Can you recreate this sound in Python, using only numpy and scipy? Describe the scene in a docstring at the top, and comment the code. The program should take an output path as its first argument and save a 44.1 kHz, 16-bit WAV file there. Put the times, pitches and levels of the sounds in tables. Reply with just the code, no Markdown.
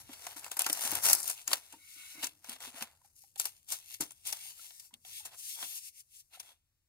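"""Foil sachet and noodle bowl

A quiet kitchen, a phone's two microphones close by. A hand lifts a foil sachet out of a foam noodle
bowl, lays it on a cloth and handles the lid. The film rustles in dense tiny cracks and snaps where a
crease buckles; bowl and sachet ring under it. Fingers knock, tap and scrape; the room rumbles behind."""
import sys
import numpy as np
from scipy import signal
from scipy.fft import rfft, irfft, next_fast_len
from scipy.io import wavfile
from scipy.ndimage import uniform_filter1d

SR = 44100
rng = np.random.default_rng(int(sys.argv[2]) if len(sys.argv) > 2 else 0)


def materialize(psi):
    """Save the field psi as 16-bit PCM at rate SR to the path in sys.argv[1].

    A 1-D psi becomes a single channel; in a 2-D psi each row is a channel.
    """
    bounded = np.clip(np.atleast_2d(psi).T, -1, 1)
    quanta = np.round(bounded * 32767).astype(np.int16)
    wavfile.write(sys.argv[1], SR, quanta)


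N = 303408
T = np.arange(N) / SR
FFT_SIZE = next_fast_len(N + 4096)
HZ = np.maximum(np.fft.rfftfreq(FFT_SIZE, 1 / SR), 1)

# How much of the rustle is separate cracks, not smooth sliding: (time [s], share [0-1])
CRACK_SHARE = [(0, .35), (.5, .55), (1.6, .55), (1.85, .1), (2.15, .15), (2.3, .6), (4.35, .5), (4.5, .25),
               (5.3, .25), (5.45, .07), (6.28, .07), (6.33, .3)]
# The film's bright and dull voices at close range: (frequency [Hz], relative level [dB])
BRIGHT_FILM = [(2500, -43.5), (4800, -7), (6400, -3), (8000, -5), (10200, -2), (12500, -6), (14500, -9),
               (16000, -13)]
DULL_FILM = [(900, -43), (1900, -11), (2250, -4.5), (2800, 3), (3400, 3.5), (4200, 1.5), (5000, -9),
             (8000, -46)]
# Resonances of the foam bowl: (frequency [Hz], width [Hz], relative level [dB])
BOWL_MODES = [(710.4, 28, 8), (809, 120, 5), (937, 230, 8.5), (1384, 90, 2), (1560, 1500, 6.5),
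              (565.3, 110, -13)]
# Creases buckling close to the microphones: (time [s], bright film level [dB],
# dull film offset [dB], bowl offset [dB], bright film t60 [s], crack pitch [Hz])
CREASE_SNAPS = [(0.131, -42.5, -1.5, -10, 0.043, 10100), (0.241, -44.5, -3, -6, 0.017, 7000),
                (0.2668, -32, -8, -3, 0.021, 6330), (0.3668, -40, -6, -10, 0.011, 9100),
                (0.394, -36, -25, -30, 0.013, 9600), (0.444, -33, -5.5, -22, 0.012, 8000),
                (0.515, -28, -10, -11.5, 0.021, 7470), (0.5671, -29.5, -21, -9, 0.041, 10650),
                (0.592, -16.5, -14, -17.5, 0.021, 10460), (0.619, -17.5, -18, -30, 0.0092, 10500),
                (0.6433, -32, 0, -25, 0.024, 7090), (0.663, -21, -9.5, -6.5, 0.025, 6630),
                (0.697, -22.5, -4, -9, 0.023, 10600), (0.729, -14, -26.5, -26, 0.0089, 12070),
                (0.852, -22.5, -19, -9, 0.011, 8600), (0.916, -22, -35, -19, 0.015, 12800),
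                (0.9526, -19.5, -18, -17, 0.015, 11450), (1.034, -27, -23, -31, 0.024, 11400),
                (1.049, -20, -10, -23, 0.0094, 8000), (1.0615, -22.5, -7, -11.5, 0.022, 8950),
                (1.0968, -17, -28, -25, 0.034, 6630), (1.1309, -6, -21, -25.5, 0.015, 9370),
                (1.1496, -19.5, -24, -25, 0.019, 9900), (1.201, -28, -31, -13.5, 0.018, 10300),
                (1.2297, -28, -32, -22, 0.019, 7900), (1.277, -22.5, -33.5, -39, 0.02, 10900),
                (1.2977, -22, -32, -16.5, 0.026, 7970), (1.477, -21.5, -11, -13, 0.018, 6560),
                (1.515, -27, 0, -3.5, 0.0072, 4070), (1.531, -15, -6, -11.5, 0.024, 4610),
                (1.724, -43, -6.5, -8.5, 0.035, 8050), (2.227, -30, -2, -9.5, 0.072, 4650),
                (2.2415, -25, -11, -20, 0.036, 5940), (2.268, -28.5, -8, -18.5, 0.022, 5800),
                (2.4438, -42, -5, -4.5, 0.018, 5860), (2.4942, -31, -8, -25, 0.017, 8950),
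                (2.561, -51.5, 1.5, 3, 0.02, 4460), (2.6036, -43, -3, -3.5, 0.022, 8500),
                (2.6454, -41, -19, -4, 0.02, 5900), (2.81, -38, -3, -1, 0.011, 5000),
                (2.823, -26, -6, -12, 0.022, 2620), (3.3579, -45, -3, -9.5, 0.027, 8140),
                (3.376, -39.5, -13, -46, 0.11, 10900), (3.3974, -17.5, -14, -20.5, 0.019, 8160),
                (3.4536, -24, -10, -16, 0.028, 9630), (3.687, -41.5, -7, -30, 0.039, 7600),
                (3.717, -26.5, -23, -18.5, 0.067, 8000), (3.907, -46.5, 1, -12, 0.017, 5060),
                (3.9413, -35.5, -33, -42, 0.0124, 5700), (4.0055, -23, -14.5, -18, 0.047, 10800),
                (4.1067, -41.5, -9, -14.5, 0.023, 9870), (4.118, -43.5, -13, -24, 0.024, 10500),
                (4.2678, -31.5, -27, -47, 0.054, 10170), (4.325, -24.5, -12, -18, 0.033, 5520),
                (4.705, -59.5, 13, 1, 0.022, 4500), (4.796, -39, -11, -39, 0.033, 5500),
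                (4.939, -45.5, 5, -21.5, 0.018, 7750), (5.0492, -49, 4, -13, 0.016, 6675),
                (5.251, -34.5, -17, -13.5, 0.068, 8400), (5.626, -42.5, 5, 2, 0.025, 6000),
                (6.397, -35.5, -8, -17.5, 0.046, 6000)]


def sachet():
    """Foreground: rustle and snaps shake the bright film, dull film and bowl, each in its own measure."""
    share = np.interp(T, *np.transpose(CRACK_SHARE))
    bright, dull, bowl = hand_strokes(share) * undb(2 * 1.2 * flutter(45))
    dull, bowl = (rub * undb(2 * 2.0 * flutter(30)) for rub in (dull, bowl))
    when, snap_db, dull_db, bowl_db, t60, crack_hz = np.transpose(CREASE_SNAPS)
    rise_s = 0.12 * t60  # long crunches build more slowly
    common_cracks = tiny_cracks()
    # a snap opens on a pitched crack: harder when sudden or high, a ring when low, broad when high
    crack_db = snap_db + 7.5 - 900 * rise_s + 20 * np.log10(crack_hz / 6600)
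    crack = rings(when + rise_s / 2, crack_db, t60 / 2, crack_hz,
                  rise_s=.0002, spread=2e-9 * crack_hz ** 2)
    out = microphones(0, 0.97, tone=crack)
    bodies = [(shifting_folds, colour(BRIGHT_FILM), bright, 0, 1.0),
              (shifting_folds, colour(DULL_FILM), dull, dull_db, 1.2),
              (microphones, modes(BOWL_MODES), bowl, bowl_db, 1.6)]
    for radiate, response, rub, offset_db, t60_factor in bodies:
        # most cracks are heard in every body, some in one only
        grain = 1 - share + share * (3 * common_cracks + tiny_cracks()) / 4
        snaps = blows(when, snap_db + offset_db, t60_factor * t60, rise_s)
        out = out + radiate(rub * grain + buckling(snaps), response)
    return out


def buckling(snaps):
    """Power around each snap: the film creaks under strain, gives, then sheet, table and walls answer."""
    creak_s = 0.0025
    strain = signal.lfilter([1], [1, -np.exp(-1 / (creak_s * SR))], snaps[::-1])[::-1]
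    creak = undb(2 * -18.5) * strain * 300 / SR
    tail = undb(2 * -9.5) * fade(snaps, t60_s=0.042) * 600 / SR
    return creak + snaps + tail


# Single movements of the hand on the film, close up: (time of full strength [s], hold [s], swell [s],
# bright film level [dB], dull film offset [dB], bowl offset [dB])
HAND_STROKES = [(0.004, 0.01, 0.073, -53, -9, -14.5), (0.13, 0.0074, 0.17, -55, -3.5, -9),
                (0.265, 0.065, 0.41, -49.5, -6, -7.5), (0.365, 0.02, 0.011, -45.5, -8, -9.5),
                (0.455, 0.016, 0.084, -50, -11, -3), (0.523, .005, 0.034, -45.5, -7.5, -11.5),
                (0.608, .005, 0.016, -35, -4.5, -6.5), (0.66, 0.13, 0.037, -42, -7.5, -6.5),
                (0.826, 0.049, 0.096, -35, -9.5, -12), (0.899, 0.083, 0.12, -39.5, -7.5, -5),
                (1.06, 0.081, 0.088, -28.5, -15.5, -12), (1.2, 0.051, 0.28, -41, -21, -15.5),
                (1.296, 0.013, 0.12, -35, -12, -14.5), (1.35, 0.066, 0.15, -52, -4, -14.5),
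                (1.528, 0.018, 0.097, -38.5, -7, -7.5), (1.64, 0.11, 0.16, -60.5, -5, -15.5),
                (1.904, 0.12, 0.29, -54, -5, -39), (2.06, 0.093, 0.15, -52, -5.5, -24),
                (2.244, 0.0055, 0.16, -43.5, -3.5, -9.5), (2.495, 0.037, 0.11, -49, -1.5, -6),
                (2.621, 0.064, 0.037, -50, -3, -5), (2.779, 0.049, 0.099, -48, -3, -0.5),
                (3.052, 0.0084, 0.027, -63, -14, -11), (3.178, 0.077, 0.064, -60, -15, -51),
                (3.279, 0.021, 0.026, -68, -9, -29.5), (3.395, 0.021, 0.0095, -39, -6.5, -27),
                (3.462, 0.0038, 0.092, -40.5, -7, -16.5), (3.72, 0.011, 0.065, -35, -10.5, -18.5),
                (3.935, 0.011, 0.19, -47.5, -5, -28), (4.02, 0.0025, 0.011, -38.5, -8, -15),
                (4.272, 0.023, 0.049, -39, -7, -15.5), (4.349, 0.023, 0.11, -50.5, -10, -10),
                (4.453, 0.051, 0.43, -46.5, -7.5, -23.5), (4.598, 0.064, 0.19, -51, -7.5, -23),
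                (4.7, 0.16, 0.28, -56, -11, -25.5), (5.056, 0.055, 0.0088, -54, -6.5, -17.5),
                (5.14, 0.066, 0.16, -46, -8, -43), (5.24, 0.048, 0.12, -55, -4.5, -12),
                (5.319, 0.031, 0.029, -59, 0.5, -1.5), (5.389, 0.02, 0.048, -47.5, -10, -28),
                (5.47, 0.086, 0.2, -42.5, -11.5, -45), (5.618, 0.029, 0.11, -43.5, -3, -12),
                (5.708, 0.08, 0.51, -43, -11, -29), (5.855, 0.032, 0.18, -46.5, -8, -54),
                (5.979, 0.027, 0.1, -53, -9.5, -38.5), (6.159, 0.047, 0.12, -54.5, -10, -40.5),
                (6.343, 0.016, 0.061, -55, -1.5, -9), (6.429, 0.066, 0.012, -61.5, -4, -10),
                (6.5, 0.024, 0.09, -67.5, -2, -5)]


def hand_strokes(crack_share):
    """Power on bright film, dull film and bowl: a stroke swells, holds, lets go; the film settles."""
    slide_stop_db_s, crumple_stop_db_s, settle_db_s = 894.5, 399, 121.5
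    sliding_below, swell_curve = .2, 2.45
    contact_db, contact_ends_s, contact_fade_db_s = -74, 6.26, 56.5
    power = np.zeros((3, N))
    power[0] = undb(2 * (contact_db - contact_fade_db_s * np.maximum(T - contact_ends_s, 0)))
    for when, hold_s, swell_s, db, dull_db, bowl_db in HAND_STROKES:
        span = slice(max(int((when - swell_s) * SR), 0), int((when + hold_s + .5) * SR))
        early_s = np.maximum(when - T[span], 0)
        late_s = np.maximum(T[span] - when - hold_s, 0)
        swell = np.clip(1 - early_s / swell_s, 0, 1) ** (2 * swell_curve)
        stop_db_s = np.where(crack_share[span] < sliding_below, slide_stop_db_s, crumple_stop_db_s)
        release = undb(-2 * stop_db_s * late_s)
        settling = crack_share[span] * undb(2 * (-11.5 - settle_db_s * late_s))
        body_db = db + np.array([[0], [dull_db], [bowl_db]])
        power[:, span] += undb(2 * body_db) * swell * (release + settling)
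    return power


def tiny_cracks(per_s=300, spread_db=4.5, loudest_db=11):
    """Power of many small cracks in the film, very uneven in size, mean 1."""
    hits = rng.random(N) < per_s / SR
    size_db = np.minimum(spread_db * rng.exponential(size=N), loudest_db)
    power = fade(hits * undb(2 * size_db), t60_s=.008)
    return power / power.mean()


def shifting_folds(power, response, shapes=9, shifts_per_s=14, shift_db=8, ripple_db=4.5, width_hz=220):
    """The crumpled sheet keeps changing shape: its sound drifts among sets of random resonances."""
    weights = undb(2 * shift_db * np.array([flutter(shifts_per_s) for _ in range(shapes)]))
    width_bins = int(width_hz * FFT_SIZE / SR)
    out = 0
    for weight in weights / weights.sum(axis=0):
        ripple = smooth(rng.standard_normal(len(HZ)), width_bins)
        resonances = unit_rms(undb(ripple_db * ripple / ripple.std()))
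        out = out + microphones(power * weight, response * resonances)
    return out


# Resonances of the table under the bowl: (frequency [Hz], width [Hz], relative level [dB])
TABLE_MODES = [(201.8, 230, -1), (445, 750, -7)]
# Fingers and sachet bumping the bowl, close up: (time [s], level [dB], pitch [Hz], t60 [s])
BOWL_KNOCKS = [(0.09, -40, 268, 0.13), (0.36, -47.5, 300, 0.11), (0.696, -39.5, 313, 0.19),
               (0.847, -40.5, 240, 0.15), (0.923, -30.5, 320, 0.091), (1.106, -44, 322, 0.32),
               (1.484, -48, 290, 0.35), (1.733, -48, 298, 0.18), (1.959, -65, 303, 0.28),
               (2.147, -55, 282, 0.3), (2.175, -50, 298, 0.58), (2.234, -40, 292, 0.15),
               (2.486, -45, 252, 0.23), (2.671, -45.5, 240, 0.12), (2.74, -50.5, 270, .14),
               (2.816, -38.5, 230, 0.091), (4.002, -31.5, 302, 0.17), (4.928, -55, 230, 0.19),
               (5.628, -50, 283, 0.18)]


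def knocks():
    """Soft bumps ring the air in the bowl, jolt its wall and thud in the table."""
    when, db, hz, t60 = np.transpose(BOWL_KNOCKS)
    air = microphones(0, 0.8, tone=rings(when, db, t60, hz, rise_s=0.0078, spread=.09))
    wall = microphones(blows(when, db - 14.5, t60 / 2, rise_s=.004), modes(BOWL_MODES))
    thud = microphones(blows(when, db - 14, t60, rise_s=0.0043), modes(TABLE_MODES))
    return air + wall + thud


# Fingertips on the bowl, faint even this close: (time [s], level [dB], pitch [Hz])
FINGER_TAPS = [(1.738, -49, 908), (3.014, -63.5, 980), (3.046, -58.5, 803), (3.238, -60.5, 813),
               (3.362, -52.5, 805), (4.454, -56.5, 810), (4.593, -54, 1370), (4.908, -60.5, 988),
               (5.049, -56, 781), (5.203, -56, 860), (5.587, -51, 887), (6.344, -53, 1390),
               (6.372, -55, 747), (6.448, -61, 710)]


def taps(t60_s=0.091, rise_s=.0025):
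    """Fingertips ring small hollow notes above the knocks and jolt the bowl's wall."""
    when, db, hz = np.transpose(FINGER_TAPS)
    notes = microphones(0, 0.98, tone=rings(when, db, t60_s, hz, rise_s, spread=.035))
    wall = microphones(blows(when, db - 9.5, t60_s / 2, rise_s), modes(BOWL_MODES))
    return notes + wall


# Resonances the scrape sings in: (frequency [Hz], width [Hz], relative level [dB])
SCRAPE_MODES = [(2200, 75, 0), (2590, 35, -6), (3870, 50, -8), (1480, 60, -10)]
# One thin scrape near the phone: (time [s], level [dB])
SCRAPE_LEVEL = [(1.778, -70), (1.998, -59.5), (2.128, -60), (2.202, -54)]


def scrape():
    """Friction with an uneven grip sings through a few narrow resonances."""
    level_db = np.interp(T, *np.transpose(SCRAPE_LEVEL), left=-120, right=-120) + 3.3 * flutter(25)
    return microphones(undb(2 * level_db), modes(SCRAPE_MODES))


# Room tone of the kitchen, behind the hands: (frequency [Hz], relative level [dB])
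ROOM_TONE = [(15, -30), (25, 0.5), (129, -3.5), (183, -23.5), (360, -19.5), (421, -32), (2500, -23.5),
             (7000, -23), (15500, -25)]
# Handling that reaches the phone through the table: (time [s], level [dB])
TABLE_RUMBLE = [(0.0, -70.5), (0.84, -85), (0.92, -58), (1.2, -81), (4.54, -78), (4.73, -89), (5.12, -75),
                (5.48, -82.5), (6.88, -90.5)]


def kitchen(room_db=-82.5):
    """Background: faint steady room noise and a wavering low rumble in the table."""
    room = microphones(undb(2 * room_db), colour(ROOM_TONE))
    rumble_db = np.interp(T, *np.transpose(TABLE_RUMBLE)) + flutter(6)
    rumble = microphones(undb(2 * rumble_db), modes([(83.4, 17, 0.5), (119.4, 11, -5.0)]))
    return room + rumble


# The phone's microphone pair, close to the bowl:
# (frequency [Hz], left minus right [dB], left phase lead [rad], likeness [0-1])
MICROPHONE_PAIR = [(60, 2.3, 0, .75), (300, 1.5, 0, .92), (700, -.4, 0, .92), (1400, -1, .6, .7),
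                   (2300, -2.5, .8, .55), (3300, 0, np.pi, .9), (4300, 3.5, 6.5, .5), (8000, 5.6, 13.4, .4),
                   (15000, 6.5, 20, .25)]


def microphones(power, response, tone=0):
    """Noise with this power envelope, plus any tone, through a body to the left and right microphones."""
    excitation = np.sqrt(power) * rng.standard_normal((2, N)) + tone
    direct, other = response * rfft(excitation, FFT_SIZE)
    hz, balance_db, lead_rad, likeness = np.transpose(MICROPHONE_PAIR)
    alike = over_log_hz(hz, likeness)
    lead = np.interp(HZ, hz, lead_rad)
    side_gain = undb(over_log_hz(hz, balance_db) / 2)
    right = alike * direct * np.exp(-1j * lead) + np.sqrt(1 - alike ** 2) * other
    return irfft(np.array([direct * side_gain, right / side_gain]), FFT_SIZE)[:, :N]


def blows(times, levels_db, t60_s, rise_s):
    """Power of single blows: each rises quickly and dies away."""
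    power = np.zeros(N + SR)
    t = np.arange(SR // 2) / SR
    for when, db, t60, rise in np.broadcast(times, levels_db, t60_s, rise_s):
        start = int(when * SR)
        power[start:start + len(t)] += undb(2 * db) * np.minimum(t / rise, 1) * 1000. ** (-2 * t / t60)
    return power[:N]


def rings(times, levels_db, t60_s, pitches_hz, rise_s, spread):
    """Each blow rings eight partials a channel, scattered around its pitch by the fraction `spread`."""
    out = np.zeros((2, N + SR))
    for when, db, t60, hz, rise, width in np.broadcast(times, levels_db, t60_s, pitches_hz, rise_s, spread):
        start, count = int(when * SR), min(int(t60 * SR), SR // 4)
        t = np.arange(count) / SR
        detune, phase = rng.random((2, 2, 8, 1))
        partials_hz = hz * (1 + width * (2 * detune - 1))
        cluster = np.sin(2 * np.pi * partials_hz * t + np.pi * phase).sum(axis=1)
        cluster /= np.abs(cluster[:, :count // 4]).max()
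        out[:, start:start + count] += undb(db) * cluster * np.minimum(t / rise, 1) * 1000. ** (-t / t60)
    return out[:, :N]


def modes(table):
    """Response of resonances (frequency [Hz], width [Hz], relative level [dB]), unit gain on noise."""
    return unit_rms(sum(undb(db) * 1j * HZ * width / (hz ** 2 - HZ ** 2 + 1j * HZ * width)
                        for hz, width, db in table))


def colour(table):
    """Smooth response through (frequency [Hz], relative level [dB]), unit gain on noise."""
    return unit_rms(undb(over_log_hz(*np.transpose(table))))


def flutter(per_s):
    """Smooth random wavering around zero, spread near 1."""
    step = int(SR / per_s)
    levels = np.repeat(rng.standard_normal(N // step + 1), step)
    return 0.98 * smooth(levels, step)[:N]


def fade(power, t60_s):
    """Every impulse of power dies away by 60 dB in t60_s."""
    return signal.lfilter([1], [1, -1000. 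** (-2 / (t60_s * SR))], power)


def smooth(x, width):
    """Two passes of a moving average."""
    return uniform_filter1d(uniform_filter1d(x, width), width)


def over_log_hz(hz, values):
    """Values spread over the spectrum on a log frequency axis."""
    return np.interp(np.log(HZ), np.log(hz), values)


def unit_rms(gain):
    """A response scaled to leave the power of white noise unchanged."""
    return gain / np.sqrt(np.mean(np.abs(gain) ** 2))


def undb(db):
    """Amplitude of a level in dB; undb(2 * db) is its power."""
    return 10 ** (np.asarray(db) / 20)


def scene():
    """Everything that reaches the phone, from the close sachet to the room behind."""
    return sachet() + knocks() + taps() + scrape() + kitchen()


def record(dry):
    """The phone rounds the loudest peaks and cuts the top."""
    top_hz = 15700
    lowpass = signal.ellip(10, .2, 70, top_hz, fs=SR, output="sos")
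    return signal.sosfilt(lowpass, np.tanh(dry))


dry = scene()
out = record(dry)
materialize(out)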